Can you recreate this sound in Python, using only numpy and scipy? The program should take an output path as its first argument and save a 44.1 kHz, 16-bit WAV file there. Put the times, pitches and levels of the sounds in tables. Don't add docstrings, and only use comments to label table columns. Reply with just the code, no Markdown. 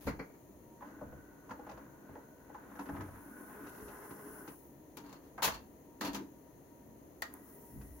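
import sys
import numpy as np
from scipy import signal
from scipy.fft import rfft, irfft
from scipy.io import wavfile
from scipy.ndimage import uniform_filter1d

SR = 44100
rng = np.random.default_rng(int(sys.argv[2]) if len(sys.argv) > 2 else 0)


def store_pcm(level_fs):
    pcm = np.round(np.clip(level_fs, -1, 1) * 32767).astype(np.int16)
    wavfile.write(sys.argv[1], SR, np.atleast_2d(pcm).T)


N = 352800

# pitch_hz, width_hz, level_db
CASE_LOW = [(90, 16, -6.5), (199, 21.6, -3), (290.8, 27, 3), (406, 103, -3)]
CASE_HOLLOW = [(499.4, 41, -3.5), (606, 50, -2.5), (772, 170, -4.5)]
CASE_MID = [(840, 48, -2.1), (963, 110, 1.8), (1082, 78, 0.5)]
CASE_UPPER = [(1226, 203, 0.5), (1517, 130, -1.5), (1655, 112, -1.5), (1950, 174, -3), (2086, 320, -4.5)]
CASE_HIGH = [(2570, 460, 12.5), (3450, 720, -24), (3870, 1800, 8), (6050, 340, 8), (6660, 890, 8)]


def motor():
    # time_s, grind_db, whine_db
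    run_levels = [
        [(0.78, -79, -88), (0.85, -54.5, -70), (0.99, -60, -65), (1.25, -69.5, -65.5), (1.53, -66, -72),
         (1.68, -56.5, -68), (1.9, -63.5, -68), (2.06, -66, -68.5), (2.16, -58.5, -69), (2.35, -74, -72.5),
         (2.55, -62, -69), (2.8, -55, -66), (3.02, -50.5, -74), (3.31, -62, -62.5), (3.36, -65, -56)],
        [(3.38, -58.5, -61), (3.42, -55, -60.5), (3.71, -53.5, -61), (4.1, -53, -69), (4.35, -55, -59),
         (4.49, -53.5, -66), (4.54, -62.5, -86)],
        [(7.3, -63, -90), (7.37, -62.5, -90), (7.56, -71, -95), (8.0, -73.5, -94)],
    ]
    # low_modes_above_grind_db, hum_above_grind_db, platter_whine_db
    run_tones = [(1.5, -13, -82), (-5, -4.5, -80), (6, 1.5, -77.5)]
    # time_s, pitch_hz
    hum_curve = [(3.35, 403.8), (3.614, 411.7), (4.5, 411.7)]
    # start_s, length_s, level_db
    rasps = [(0.84, 0.066, -73), (3.665, 0.082, -64.5), (3.776, 0.12, -68.5), (3.95, 0.5, -73)]
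    teeth_per_s, whine_hz, platter_hz = 1500, 1490, 1930
    flutter_db, flutter_per_s, fade_s = 3, 14, 0.02
    tooth_size = gain_of(2.8 * np.minimum(rng.exponential(1, N), 5))
    impacts = tooth_size * (rng.random(N) < teeth_per_s / SR)
    lumps = gain_of(1.3 * drift(25))
    teeth = unit_rms(port_noise() * (2 + unit_rms(uniform_filter1d(impacts, 30)))) * lumps
    shell = gain_of(-8) * ring(teeth, CASE_HOLLOW) + gain_of(-4) * ring(teeth, CASE_MID)
    shell += gain_of(-2.5) * ring(teeth, CASE_UPPER)
    runs = [[(*row, *tones) for row in run] for run, tones in zip(run_levels, run_tones)]
    low_flutter, whine_flutter, platter_flutter, hum_flutter = (
        gain_of(flutter_db * drift(flutter_per_s)) for _ in range(4))
    grind = envelope(runs, [1], fade_s) * shell
    grind += low_flutter * envelope(runs, [1, 3], fade_s) * ring(teeth, CASE_LOW[1:3])
    rasp = contacts(rasps, [2], t60_s=0.25, rise_s=0.006, held=True) * ring(teeth, CASE_HIGH)
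    whine = np.sqrt(whine_flutter) * envelope(runs, [2], fade_s) * waver(whine_hz, 110, 0.21, 0.3)
    whine += platter_flutter * envelope(runs, [5], 0.004) * waver(platter_hz, 90, 0.38, 0.24)
    hum_hz = np.interp(np.arange(N) / SR, *np.transpose(hum_curve))
    hum = hum_flutter * envelope(runs, [1, 4], fade_s) * waver(hum_hz, 59, 0.75, 0.73)
    return grind + rasp + whine + hum


def loader_knocks():
    # low_db, hollow_db, upper_db, high_db
    knocks = [(0.494, -72, 24, 4, -9, -12), (0.808, -48, -15, -15, -7, -28), (0.821, -45, -16, -7, -8, -29),
              (1.012, -44, -3, 4, -21, -29), (1.124, -57.5, 7.5, 9, -2, -20),
              (1.492, -41.5, -8, -16, -13, -21), (1.508, -42, -9, 0.5, 0.5, -13),
              (1.591, -48.5, -7, 1, -18, -23), (1.666, -48, -14, -2.5, -14, -18),
              (1.691, -45.5, -7, -4, -5, -11), (1.711, -48.5, -9, 1, -10, -10.5),
              (1.773, -47.5, -20, -1.5, -6, -15.5), (2.089, -62, 0, 10.5, 4, -12),
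              (2.154, -48, -7, 2, -4, -22), (2.496, -54.5, 5.5, 5.5, -5, -29),
              (2.546, -39, -23, -20, -11, -28), (2.754, -62.5, -2, 12, 11, -3),
              (2.791, -38, -4, -8, -5.5, -15.5), (2.807, -49, -20, -22, -18, -16),
              (2.857, -55.5, 9, 0, 6, -6), (2.889, -39.5, 0.5, -3.5, -3.5, -22),
              (2.948, -44.5, 0, -11, -14, -23), (2.965, -50, 1, 3, 6, -21), (3.006, -47.5, 6, -3, 4.5, -7),
              (3.081, -63.5, 0, 12, 6, -9), (3.665, -61, -4, -19, 10, 1), (3.801, -56, 2, -6, -5, -12),
              (3.88, -61, 14, 10, -4, 4), (4.107, -52, 10, -4, 3.5, -7), (4.475, -53.5, 11, 2, 4, 2.5),
              (7.811, -66, 5, 6, 8, 4)]
    t60_s, touch_gain = 0.085, 8
    rough = port_noise()

    def force(columns, rise_s):
        touch = np.zeros(N)
        for row in knocks:
            touch[round(row[0] * SR)] = touch_gain * gain_of(sum(row[c] for c in columns))
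        return rough * contacts(knocks, columns, t60_s, rise_s) + touch

    out = ring(force([1], 0.0013), CASE_MID)
    out += ring(force([1, 2], 0.0045), CASE_LOW)
    out += ring(force([1, 3], 0.0041), CASE_HOLLOW)
    out += ring(force([1, 4], 0.0013), CASE_UPPER)
    return out + ring(rough * contacts(knocks, [1, 5], t60_s, 0.0044), CASE_HIGH)


def rail_friction():
    # time_s, hiss_db, whistle_db, sizzle_db
    slides = [
        [(2.62, -84, -90, -89), (2.82, -65.5, -74, -74), (3.12, -70.5, -68, -73), (3.3, -68.5, -62, -70),
         (3.8, -62, -67, -67), (4.3, -62.5, -61, -65), (4.52, -65, -61, -64), (4.67, -75, -76, -70),
         (4.79, -87, -87, -83)],
        [(7.36, -70, -76, -72), (7.5, -67.5, -72, -66), (8.0, -67.5, -71, -68)],
    ]
    # frequency_hz, density_db
    hiss_spectrum = [(2500, -58), (5500, -5.5), (6500, -7), (8500, 0.5), (9800, 0), (11200, 1),
                     (12000, -1.5), (13000, -3), (14500, -17)]
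    sizzle_spectrum = [(11500, -25), (13000, -14), (14000, -1), (16000, -1)]
    whistle_hz = 10150 + 110 * drift(12)
    whistle = gain_of(-8 + 3 * drift(20)) * waver(whistle_hz, 800, 0, 0.1)
    hiss = envelope(slides, [1], 0.085) * port_noise(hiss_spectrum) * gain_of(1.1 * drift(60))
    sizzle = envelope(slides, [3], 0.05) * port_noise(sizzle_spectrum)
    sizzle *= gain_of(0.8 * drift(60) + 1.2 * drift(12))
    return hiss + sizzle + envelope(slides, [2], 0.05) * whistle


def disc_handling():
    # start_s, length_s, scratch_db, disc_db, hollow_db, rim_db, fizz_db
    scrapes = [(0.005, 0.065, -65, -60.5, -72, -88, -59.5), (0.065, 0.021, -56, -45, -44.5, -58, -63),
               (4.966, 0.0086, -59, -50.5, -52.5, -69, -64), (5.035, 0.13, -81, -60.5, -59.5, -69.5, -79),
               (5.23, 0.05, -76, -68, -85, -91, -80), (5.375, 0.006, -68, -43, -64, -85, -75),
               (5.424, 0.031, -33.5, -35, -49.5, -42, -34.5), (5.517, 0.036, -68, -55, -69, -53.5, -69),
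               (6.006, 0.072, -53, -44, -41.5, -49.5, -56), (6.141, 0.017, -54.5, -46, -41.5, -62, -56)]
    # start_s, level_db, ring_offset_db, left_minus_right_db, crack_db
    ticks = [(4.971, -43.5, -19, 5, -47), (5.0619, -56, -6, 4.5, -72), (5.093, -55, -8, 8, -73),
             (5.127, -47.5, -3, 6.0, -69), (5.379, -61.5, 20.5, -1, -67), (5.4211, -29.5, 4, -1, -46),
             (5.442, -28.5, -14, -3, -43), (5.4758, -32, 5.5, -8, -46), (5.544, -42.5, -12, 2, -62),
             (6.01, -30.5, -0.5, -6, -52), (6.0483, -33, -6, -12, -50), (6.069, -44, -8, -3, -54),
             (6.1322, -38, -6, 2, -55), (6.147, -33, -8.5, 0, -52), (7.221, -30, -3.5, -1, -36),
             (7.339, -62, 11, -4, -39)]
    # frequency_hz, density_db
    scratch_spectrum = [(1200, -33), (2200, 5), (3000, 3.5), (4300, 4), (5300, 2), (6200, 4), (7500, 3),
                        (10000, -9.5), (13000, -11), (16000, -11)]
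    crack_spectrum = [(4000, -28), (9000, 3), (12000, 4), (16000, -2)]
    # pitch_hz, width_hz, level_db
    disc_modes = [(477, 91, -1), (665, 47, 0), (753, 110, 2.5), (980, 163, 8), (1248, 180, 5),
                  (1590, 330, 5), (2080, 630, 0.5)]
    rim_modes = [(2715, 50, -2.5), (4370, 150, 2)]
    grip_s, tick_t60_s = 0.0054, 0.087

    def drag(column, t60_s):
        return contacts(scrapes, [column], t60_s, grip_s, held=True)

    grain = gain_of(0.39 * drift(300))
    scratch, rough, bright = port_noise(scratch_spectrum), port_noise(), port_noise(crack_spectrum)
    out = drag(2, 0.14) * grain * scratch
    out += ring(drag(3, 0.21) * grain * rough, disc_modes)
    out += drag(4, 0.44) * ring(rough, CASE_LOW[1:])
    out += drag(5, 0.13) * gain_of(-0.5) * ring(rough, rim_modes)
    out += drag(6, 0.13) * grain * gain_of(-4.5) * bright
    crack = np.exp(-np.arange(400) / (0.0014 * SR))
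    for start_s, level_db, _, lean_db, crack_db in ticks:
        pan = gain_of([[lean_db / 2], [-lean_db / 2]])
        out += pan * gain_of(-9.5) * contacts([(start_s, level_db)], [1], tick_t60_s, 0.00034) * scratch
        span = slice(round(start_s * SR), round(start_s * SR) + len(crack))
        out[:, span] += pan * gain_of(crack_db) * crack * bright[:, span]
    return out + gain_of(-3.5) * ring(contacts(ticks, [1, 2], tick_t60_s, 0.0009) * rough, disc_modes)


def panel_key():
    # start_s, level_db, edge_offset_db
    strokes = [(0.069, -29.5, -8), (0.19, -34, -8), (0.294, -53, -11), (0.338, -57, -7.5)]
    # pitch_hz, width_hz, level_db
    panel_modes = [(271, 300, 2.5), (530, 130, 0), (650, 89, -12), (1010, 400, -4.5)]
    edge_modes = [(1410, 540, 1.5), (2110, 310, 2.5), (2310, 140, -0.5), (3400, 400, -26),
                  (4300, 360, -12.5)]
    t60_s = 0.15
    rough = port_noise()
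    thump = ring(rough * contacts(strokes, [1], t60_s, 0.002), panel_modes)
    clack = ring(rough * contacts(strokes, [1, 2], t60_s, 0.0065), edge_modes)
    return thump + clack


def button():
    # (pitch_hz, width_hz, level_db)
    snap = (7.221, -28, [(580, 450, -5.5), (980, 340, -6), (1330, 150, 0), (1710, 230, 2), (1950, 140, 0.5),
            (4600, 280, -7.5), (7740, 310, -6)])
    start_s, level_db, cap_modes = snap
    force = contacts([(start_s, level_db)], [1], t60_s=0.04, rise_s=0.00035) * port_noise()
    return ring(force, cap_modes)


def bench_jolts():
    # peak_time_s, sway_db, boom_db, thud_db
    jolts = [(0.086, -42, -41, -36.5), (0.2, -60, -64, -56), (1.03, -64, -61, -55), (1.076, -56, -63, -59),
             (1.156, -57, -64, -58), (1.52, -78, -62, -59), (1.745, -61, -65, -60), (2.11, -62, -57, -58),
             (2.936, -65, -45, -47.5), (3.014, -60, -46, -49.5), (3.09, -64, -51, -62),
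             (3.15, -59, -60, -69), (3.84, -55, -65, -59), (5.488, -53, -52, -48.5), (5.556, -58, -65, -62),
             (6.05, -72, -60, -56), (6.11, -57, -64, -63), (7.75, -52, -61, -50.5), (7.8, -50, -58, -50.5),
             (7.86, -58, -59, -67), (7.928, -52, -70, -77)]
    sway_hz, boom_hz, thud_hz = 61.5, 91.7, (141, 211.8)
    rise_s, sway_t60_s, thud_t60_s = 0.035, 0.3, 0.2
    thud = unit_rms(sum(waver(hz, 40.5, 0.49, 0.91) for hz in thud_hz))
    onsets = np.array(jolts) - [rise_s, 0, 0, 0]
    sway_gain = contacts(onsets, [1], sway_t60_s, rise_s) + gain_of(-72.5 + 3.2 * drift(7))
    thud_gain = contacts(onsets, [3], thud_t60_s, rise_s) + gain_of(-69.5 + 4.5 * drift(9))
    boom = contacts(onsets, [2], thud_t60_s, rise_s) * waver(boom_hz, 22.4, 0.66, 0.9)
    return sway_gain * waver(sway_hz, 25, 0.93, 0.88) + boom + thud_gain * thud


def reflections(x, t60_s=0.25):
    grid = np.arange(300, SR // 2, 20)
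    taps = np.zeros((2, SR // 2 + 20))
    delays = grid + rng.integers(0, 20, (2, len(grid)))
    echoes = rng.choice([-1., 1.], delays.shape) * gain_of(-60 * grid / SR / t60_s)
    np.put_along_axis(taps, delays, echoes, 1)
    taps = signal.lfilter([1], [1, -0.5], taps)
    taps[1] += signal.lfilter(*signal.butter(2, 800, fs=SR), taps[0] - taps[1])
    return signal.oaconvolve(x, taps / np.linalg.norm(taps[0]), axes=1)[:, :N]


def room_fans():
    # frequency_hz, density_db
    drone_spectrum = [(15, -48), (25, -55), (44, -12), (108, -11), (168, -9), (193, -15), (278, -3),
                      (417, -10), (636, -14), (883, -22), (954, -16.5), (1090, -25), (2500, -40),
                      (3250, -57), (5500, -120)]
    # pitch_hz, width_hz, level_db
    fans = [(126, 8.8, -90), (290, 35, -66.5), (617, 23, -75), (937, 4.3, -71), (1866, 230, -77.5)]
    # frequency_hz, density_db
    hiss_spectrum = [(1500, -40), (2400, -6), (3000, -4), (3700, -8.5), (4200, -3), (4800, -10.5),
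                     (5400, -7), (6000, -1), (6600, 5), (7300, -5), (9500, -5), (12500, -3), (14300, -12.5),
                     (14800, 0), (16000, -5)]
    # frequency_hz, left_minus_right_db
    hiss_lean = [(5000, 0.6), (7500, 0.7), (9500, 6), (11500, 5), (13500, 0.5), (16000, -1.5)]
    # frequency_hz, coherence
    diffuse = [(30, 0.84), (125, 0.87), (300, 0.84), (600, 0.51), (1100, 0.11), (3000, .03)]
    drone_db, hiss_db = -57.2, -70.5
    tones = sum(gain_of(db) * ring(port_noise(coherence=diffuse), [(hz, width_hz, 0)])
                for hz, width_hz, db in fans)
    pan = gain_of(curve_at(hiss_lean, np.fft.rfftfreq(N, 1 / SR)) * np.array([[0.5], [-0.5]]))
    hiss = gain_of(hiss_db) * irfft(rfft(port_noise(hiss_spectrum, diffuse)) * pan, N)
    drone = gain_of(drone_db + 0.35 * drift(4.06)) * port_noise(drone_spectrum, diffuse)
    return drone + hiss + tones


def port_noise(spectrum=((20, 0), (20000, 0)), coherence=None):
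    # frequency_hz, coherence
    near = [(30, 0.9), (125, 1), (300, 0.97), (600, 0.82), (1100, 0.54), (2000, 0.12), (3000, 0.045),
            (15000, 0.027)]
    # frequency_hz, left_lead_rad
    lead = [(20, .6), (125, 0.11), (300, 0.18), (550, -0.099), (1100, 0.02), (2000, 0.77), (16000, 0.57)]
    hz = np.fft.rfftfreq(N, 1 / SR)
    a, b, c, d = rng.standard_normal((len(hz), 4)).T
    left, independent = a + 1j * b, c + 1j * d
    alike = np.clip(curve_at(coherence or near, hz), -1, 1)
    right = alike * left * np.exp(-1j * curve_at(lead, hz)) + np.sqrt(1 - alike ** 2) * independent
    return unit_rms(irfft(np.array([left, right]) * gain_of(curve_at(spectrum, hz)), N))


def ring(x, modes):
    out = 0
    for k, (hz, width_hz, db) in enumerate(modes):
        mode = signal.lfilter(*signal.iirpeak(hz, hz / width_hz, SR), x)
        out += (-1) ** k * gain_of(db) * mode * np.sqrt(SR / (np.pi * width_hz))
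    lowpass = signal.butter(2, min(1.59 * modes[-1][0], 0.4 * SR), fs=SR)
    return signal.lfilter(*lowpass, out) / np.linalg.norm(gain_of(np.array(modes)[:, 2]))


def waver(hz, width_hz, steadiness, coherence):
    pole = np.exp(-np.pi * width_hz / SR)
    noise = rng.standard_normal((2, N)) + 1j * rng.standard_normal((2, N))
    slow = signal.lfilter([1 - pole], [1, -pole], signal.lfilter([1], [1, -pole], noise))
    slow[1] = coherence * slow[0] + np.sqrt(1 - coherence ** 2) * slow[1]
    slow /= (abs(slow) + 1e-12) ** steadiness
    carrier = np.exp(2j * np.pi * np.cumsum(hz * np.ones(N)) / SR)
    return unit_rms((slow * carrier).real)


def contacts(rows, columns, t60_s, rise_s, held=False):
    t, out = np.arange(SR) / SR, np.zeros(N + SR)
    for row in rows:
        decay_s = np.maximum(t - rise_s - (row[1] if held else 0), 0)
        level_db = sum(row[c] for c in columns) - 60 * decay_s / t60_s
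        out[max(round(row[0] * SR), 0):][:SR] += np.minimum(t / rise_s, 1) * gain_of(level_db)
    return out[:N]


def envelope(tables, columns, fade_s):
    t, out = np.arange(N) / SR, np.zeros(N)
    for rows in map(np.array, tables):
        time_s = rows[:, 0]
        gate = np.clip(np.minimum(t - time_s[0], time_s[-1] - t) / fade_s + 1, 0, 1)
        out += gate * gain_of(np.interp(t, time_s, rows[:, columns].sum(1)))
    return out


def drift(per_s):
    steps = rng.standard_normal(int(N / SR * per_s) + 2)
    return unit_rms(np.interp(np.arange(N) / SR * per_s, np.arange(len(steps)), steps))


def curve_at(points, hz):
    point_hz, values = np.transpose(points)
    return np.interp(np.log(hz + 1), np.log(point_hz + 1), values)


def gain_of(db):
    return 10 ** (np.asarray(db) / 20)


def unit_rms(x):
    return x / np.sqrt(np.mean(x ** 2) + 1e-20)


def scene():
    hits = loader_knocks() + panel_key() + disc_handling() + button()
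    echo = gain_of(-12) * reflections(hits)
    return hits + echo + motor() + rail_friction() + bench_jolts() + room_fans()


def record(dry):
    # frequency_hz, left_minus_right_db
    imbalance = [(60, 0.0), (180, 1), (550, 2), (1200, 0.6), (2000, -0.8), (2700, 9), (3400, 0), (4700, 1),
                 (5400, 7.5), (6500, 21), (7500, 15), (8300, 5), (9000, 7.5), (10000, 2.2), (13500, 0),
                 (14800, 6), (16000, 11)]
    # frequency_hz, gain_db
    response = [(20, -1.5), (7000, -1), (7700, -6.5), (8300, -12.5), (8900, -5), (9400, 1), (20000, 10)]
    cutoff_hz = 15880
    hz = np.fft.rfftfreq(N, 1 / SR)
    lean = gain_of(curve_at(imbalance, hz))
    sides = np.array([lean, np.ones_like(lean)]) * np.sqrt(2 / (1 + lean ** 2))
    coloured = irfft(rfft(dry) * sides * gain_of(curve_at(response, hz)), N)
    lowpass = signal.firwin(1023, cutoff_hz, window=("kaiser", 9), fs=SR)
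    return signal.oaconvolve(coloured, lowpass[None], "same")


dry = scene()
out = record(dry)
store_pcm(out)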